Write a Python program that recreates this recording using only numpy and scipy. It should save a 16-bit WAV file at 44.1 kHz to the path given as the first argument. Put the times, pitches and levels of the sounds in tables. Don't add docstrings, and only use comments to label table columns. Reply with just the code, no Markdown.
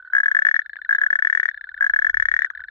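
import sys
import numpy as np
from scipy import signal
from scipy.fft import rfft, irfft, next_fast_len
from scipy.io import wavfile

SR = 44100
rng = np.random.default_rng(int(sys.argv[2]) if len(sys.argv) > 2 else 0)


def transcribe(u):
    v = np.clip(np.atleast_2d(u).T, -1, 1)
    q = np.round(v * 32767).astype(np.int16)
    wavfile.write(sys.argv[1], SR, q)


def convert_level_to_amplitude(level_db):
    exponent = np.asarray(level_db, float) / 20
    return 10 ** exponent


N = 119070


def decay(hz, t60_s):
    return 2j * np.pi * hz - np.log(1000) / t60_s


def pair(t, a, b):
    y = (np.exp(a * t) - np.exp(b * t)) / (a - b)
    return y / np.abs(y).max(axis=1, keepdims=True)


def onset(t, rise_s):
    return 1 - np.exp(-t / rise_s)


def filtered(x, order, hz, kind):
    return signal.sosfilt(signal.butter(order, hz, kind, fs=SR, output="sos"), x)


def place(times_s, way, shape, size=1500):
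    left_db, right_db, late_ms = way
    out = np.zeros(next_fast_len(N + 4000))
    first = np.floor(times_s * SR).astype(int)
    i = np.arange(size)
    t = np.maximum((i + (first - times_s * SR)[:, None]) / SR, 0)
    fade = np.minimum((size - i) / 300, 1)
    np.add.at(out, first[:, None] + i, shape(t) * fade)
    hz = np.arange(len(out) // 2 + 1) * SR / len(out)
    late = np.exp(-2j * np.pi * hz * late_ms / 1000)
    right = irfft(rfft(out) * late, len(out))
    return np.array([convert_level_to_amplitude(left_db) * out[:N], convert_level_to_amplitude(right_db) * right[:N]])


STRIKE = rng.standard_normal((400, 14)).T


def overtones(t, hz, db, t60_s):
    total = 0
    for f, d, s, z in zip(hz, db, t60_s, STRIKE[:, :len(t), None]):
        total = total + convert_level_to_amplitude(d + 1.5 * z) * np.exp(decay(f, s) * t + 1j * z * f / 4000)
    return -total * onset(t, 0.0011) ** 2


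# start_s, level_db
GUSTS = [(0, -76.5), (1.68, -77), (1.76, -61), (1.84, -70.5), (1.94, -62), (2.05, -68.5), (2.21, -48),
         (2.4, -62), (2.48, -77), (2.62, -61.5), (2.7, -71)]


def night():
    z = rng.standard_normal((4, N))
    side = np.array([[1], [-1]])
    rumble = filtered(z[0] + 0.3 * z[1] * side, 3, [28, 68], "bandpass")
    start_s, level_db = np.array(GUSTS).T
    gusts = convert_level_to_amplitude(np.interp(np.arange(N) / SR, start_s, level_db))
    hiss = signal.lfilter([1], [1, -.93], z[2:])
    both = rumble / rumble.std() * gusts + hiss / hiss.std() * convert_level_to_amplitude(-81)
    return both * convert_level_to_amplitude(1.5 * side)


def chorus():
    calls_per_s, level_db, centre_hz = 130, -55.5, 1601
    z = rng.random((int(calls_per_s * N / SR), 3))
    total = np.zeros((2, N))

    def ring(t, hz, t60_s):
        return pair(t, decay(hz, t60_s), decay(1.02 * hz, 0.8 * t60_s)).real

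    for k, pan_db in enumerate((2.5, -2.5)):
        when, pitch, loud = z[k::2].T
        f = centre_hz * (1 + 0.24 * (pitch[:, None] - .5))
        db = level_db + 14 * (loud[:, None] - .5)

        def click(t):
            y = ring(t, f, 0.03)
            y = y + convert_level_to_amplitude(-22) * ring(t, 2.4 * f, .02)
            y = y + convert_level_to_amplitude(-23.5) * ring(t, 2.35 * f, 0.018)
            return convert_level_to_amplitude(db) * y

        total += place(when * N / SR, (pan_db, -pan_db, -pan_db / 12), click, size=900)
    return total


# pitch_hz (for a 1717 Hz voice), level_db, t60_s
FAR_BODY = [(1000, -54.5, 0.016), (2150, -24, 0.0065), (3050, -28.5, 0.022), (3590, -19.5, 0.02),
            (4044, -19, .009), (4860, -47, 0.038), (9000, -46, 0.018)]


def far_toad(clicks, hz, t60_s, way, spread, bright_db):
    start_s, level_db = np.array(clicks).T
    f = hz * (1 + spread * rng.standard_normal((len(start_s), 1)))
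    body_hz, body_db, body_t60_s = np.array(FAR_BODY).T

    def click(t):
        y = pair(t, decay(f, t60_s), decay(1.007 * f, 0.0084)) * onset(t, 0.00049) ** 2
        y = y + overtones(t, body_hz * hz / 1717, body_db + bright_db, body_t60_s)
        return convert_level_to_amplitude(level_db)[:, None] * y.real

    return place(np.maximum(start_s - .0005, 0), way, click)


# start_s, level_db
DEEP = [(0.0, -36.5), (0.0248, -37), (0.0485, -34.5), (0.0614, -44), (0.0745, -34), (0.1002, -33.5),
        (0.1188, -49), (0.1245, -32.5), (0.3035, -31), (0.3413, -39), (0.383, -47), (0.408, -41.5),
        (0.4147, -31.5), (0.6097, -39), (0.6528, -39.5), (0.7882, -32.5), (0.8589, -34.5),
        (0.9994, -34.5), (1.0283, -35), (1.0527, -37), (1.0827, -35), (1.1691, -38), (1.2007, -34),
        (1.2634, -48), (1.2868, -37.5), (1.4155, -35.5), (1.469, -50.5), (1.6705, -34), (1.7156, -34),
             (1.766, -37.3), (1.7867, -34.5), (1.802, -34.5), (1.8556, -38), (1.9074, -34), (1.976, -47),
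             (2.0152, -28.5), (2.0868, -32.5), (2.1311, -38), (2.2406, -45.5), (2.3544, -45), (2.4684, -32),
             (2.535, -41.5), (2.556, -37), (2.5936, -33.5), (2.6172, -34), (2.6458, -34)]


def deep_toad():
    clicks = np.array(DEEP)
    return far_toad(clicks, 1507.4, 0.032, (1, -1.7, -.05), spread=0.005, bright_db=-2)


# start_s, level_db
CALL_1 = [(0.1341, -6.5), (0.1503, -3.5), (0.1655, -5), (0.1822, -4), (0.2022, -5.0), (0.2333, -7),
          (0.2584, -4), (0.2822, -5), (0.3145, -5), (0.3484, -4), (0.3672, -3.5), (0.3894, -3),
          (0.4205, -5), (0.45, -2), (0.4676, -2), (0.4872, -3), (0.5126, -4.5), (0.5422, -3),
          (0.5638, -3.5), (0.5922, -4.5)]
CALL_2 = [(0.8919, -5.5), (0.9088, -5.5), (0.927, -5), (0.9489, -5.5), (0.984, -8), (1.015, -4.5),
          (1.0362, -5), (1.0638, -5), (1.1037, -5.5), (1.1288, -4), (1.155, -4.5), (1.1894, -6),
          (1.2231, -3.5), (1.2486, -3.5), (1.271, -3.5), (1.299, -4), (1.3274, -3.5), (1.3498, -3),
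          (1.374, -4.0), (1.3988, -3), (1.4307, -5), (1.4554, -3.5), (1.488, -5)]
CALL_3 = [(1.8083, -5.5), (1.8248, -5), (1.8427, -5.5), (1.865, -6), (1.8968, -6), (1.9364, -4),
          (1.962, -4.5), (1.9891, -4), (2.0207, -6.5), (2.046, -3.5), (2.0674, -4.5), (2.0963, -4.9),
          (2.1432, -4.5), (2.1704, -4.3), (2.199, -3.5), (2.224, -3.5), (2.2546, -4.2), (2.2861, -4),
          (2.3151, -4), (2.3393, -2.5), (2.3649, -4.0), (2.3903, -3.5), (2.4197, -4), (2.4462, -4)]
# slack_hz, tight_hz, slack_db, tight_db, t60_s
BODY = [(516, 610, -42.5, -43, .015), (858, 860, -36, -36.5, .017), (1180, 1500, -37, -36, 0.004),
        (2090, 2250, -25.5, -27.5, 0.039), (2720, 2830, -37, -34.5, 0.018), (3190, 3420, -28, -23.5, .014),
        (3930, 3850, -37, -41.5, 0.026), (4770, 5250, -47, -34.5, 0.021), (6380, 6350, -29.5, -29, 0.012),
        (8700, 10000, -70.5, -57, 0.012), (11400, 9400, -63.5, -42, 0.015),
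        (12900, 11450, -72.5, -47.5, 0.025), (16000, 15500, -89, -42, .02),
        (15300, 14350, -110, -43, 0.022)]


def near_toad():
    calls = [np.array(c) for c in (CALL_1, CALL_2, CALL_3)]
    start_s, level_db = np.vstack(calls).T
    into_call_s = np.concatenate([c[:, 0] - c[0, 0] for c in calls])[:, None]
    tight = np.clip(into_call_s / 0.62, 0, 1.2) ** 0.77

    def mix(slack, tense):
        return slack + (tense - slack) * tight

    sac = decay(mix(1645, 1870.6), mix(0.016, 0.024))
    throat = decay(mix(1675, 1670), 0.014)
    belly = decay(1514.6, .04)
    body_hz, body_db, body_t60_s = [], [], []
    for slack_hz, tight_hz, slack_db, tight_db, t60_s in BODY:
        full = 0.52 if slack_hz < 14000 else 1
        body_hz.append(mix(slack_hz, tight_hz))
        body_db.append(slack_db + (tight_db - slack_db) * np.minimum(tight / full, 1))
        body_t60_s.append(t60_s)

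    def click(t):
        y = pair(t, sac, throat) + convert_level_to_amplitude(-22) * pair(t, belly, throat)
        y = y * onset(t, 0.00058)
        y = y + overtones(t, body_hz, body_db, body_t60_s)
        air = filtered(rng.standard_normal(t.shape), 4, (3150, 6730), "bandpass")
        air = air * convert_level_to_amplitude(-36.5 - 60 * t / 0.043) * onset(t, 0.0019)
        return convert_level_to_amplitude(level_db + 0.43)[:, None] * (y.real + air)

    return place(start_s - .0004, (0, -7.5, .1), click)


# start_s, level_db
NEIGHBOUR = [(0.2426, -25.4), (0.5553, -20.5), (0.6174, -26), (0.6604, -27.5), (0.695, -26.5),
             (0.7319, -26), (0.766, -26), (0.8163, -25), (0.8478, -25.5), (0.9335, -23), (0.96, -23.5),
             (1.008, -28.2), (1.4095, -31), (1.4812, -27.0), (1.5127, -27), (1.544, -26.5), (1.575, -26.5),
             (1.6104, -26), (1.6408, -25.5), (1.6905, -26), (1.7429, -26), (1.7762, -26.5), (2.4072, -28),
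             (2.4324, -26), (2.4608, -28.5), (2.5503, -27), (2.5747, -27), (2.6039, -27), (2.6382, -27),
             (2.6843, -27.5)]


def neighbour_toad():
    return far_toad(NEIGHBOUR, 1717, 0.016, (5.08, -1, 0.45), spread=0.012, bright_db=2.5)


# start_s, level_db, pitch_hz, t60_s, left_over_right_db
TICKS = [
    (.7575, -20, 1750, 0.0033, 18),
    (2.5015, -14, 1606, 0.015, 16.5),
    (2.5075, -33.5, 1240, 0.013, 2),
    (2.504, -51.5, 6000, 0.02, 5),
    (2.502, -40, 3240, 0.0102, 11),
    (2.6, -41.5, 1000, 0.0097, 18),
]


def ticks():
    total = np.zeros((2, N))
    for start_s, level_db, hz, t60_s, pan_db in TICKS:
        def snap(t):
            ring = pair(t, decay(hz, t60_s), decay(1.1 * hz, 0.65 * t60_s)).real
            return convert_level_to_amplitude(level_db) * onset(t, 0.00024) ** 2 * ring

        total += place(np.array([start_s]), (0, -pan_db, .15), snap)
    return total


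def reeds(voices):
    t60_s = 0.088
    t = np.arange(6000) / SR
    tail = rng.standard_normal((2, len(t))) * convert_level_to_amplitude(-60 * t / t60_s) * (t > .002)
    tail = tail / np.sqrt((tail ** 2).sum(axis=1, keepdims=True))
    stems = filtered(tail * convert_level_to_amplitude(-55 * t / t60_s), 5, 2280, "high")
    tail = convert_level_to_amplitude(-31.5) * tail + convert_level_to_amplitude(-10) * stems
    scattered = signal.fftconvolve(voices[:1], tail, axes=1)[:, :N]
    return scattered * convert_level_to_amplitude(np.array([[0], [-4]]))


def scene():
    voices = near_toad() + neighbour_toad() + deep_toad() + chorus() + ticks()
    return voices + reeds(voices) + night()


def roots(hz, width_hz):
    r = np.exp(-np.pi * width_hz / SR)
    return [1, -2 * r * np.cos(2 * np.pi * hz / SR), r * r]


def band_limit(x):
    return signal.sosfilt(signal.butter(12, 16480, fs=SR, output="sos"), x)


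def record(dry):
    right = signal.lfilter(roots(1878.5, 210), roots(1682, 323), dry[1])
    ports = np.array([dry[0], right])
    notch = signal.iirnotch(2566, 2566 / 180, fs=SR)
    mix = signal.lfilter(*notch, ports)
    return band_limit(mix)


dry = scene()
out = record(dry)
transcribe(out)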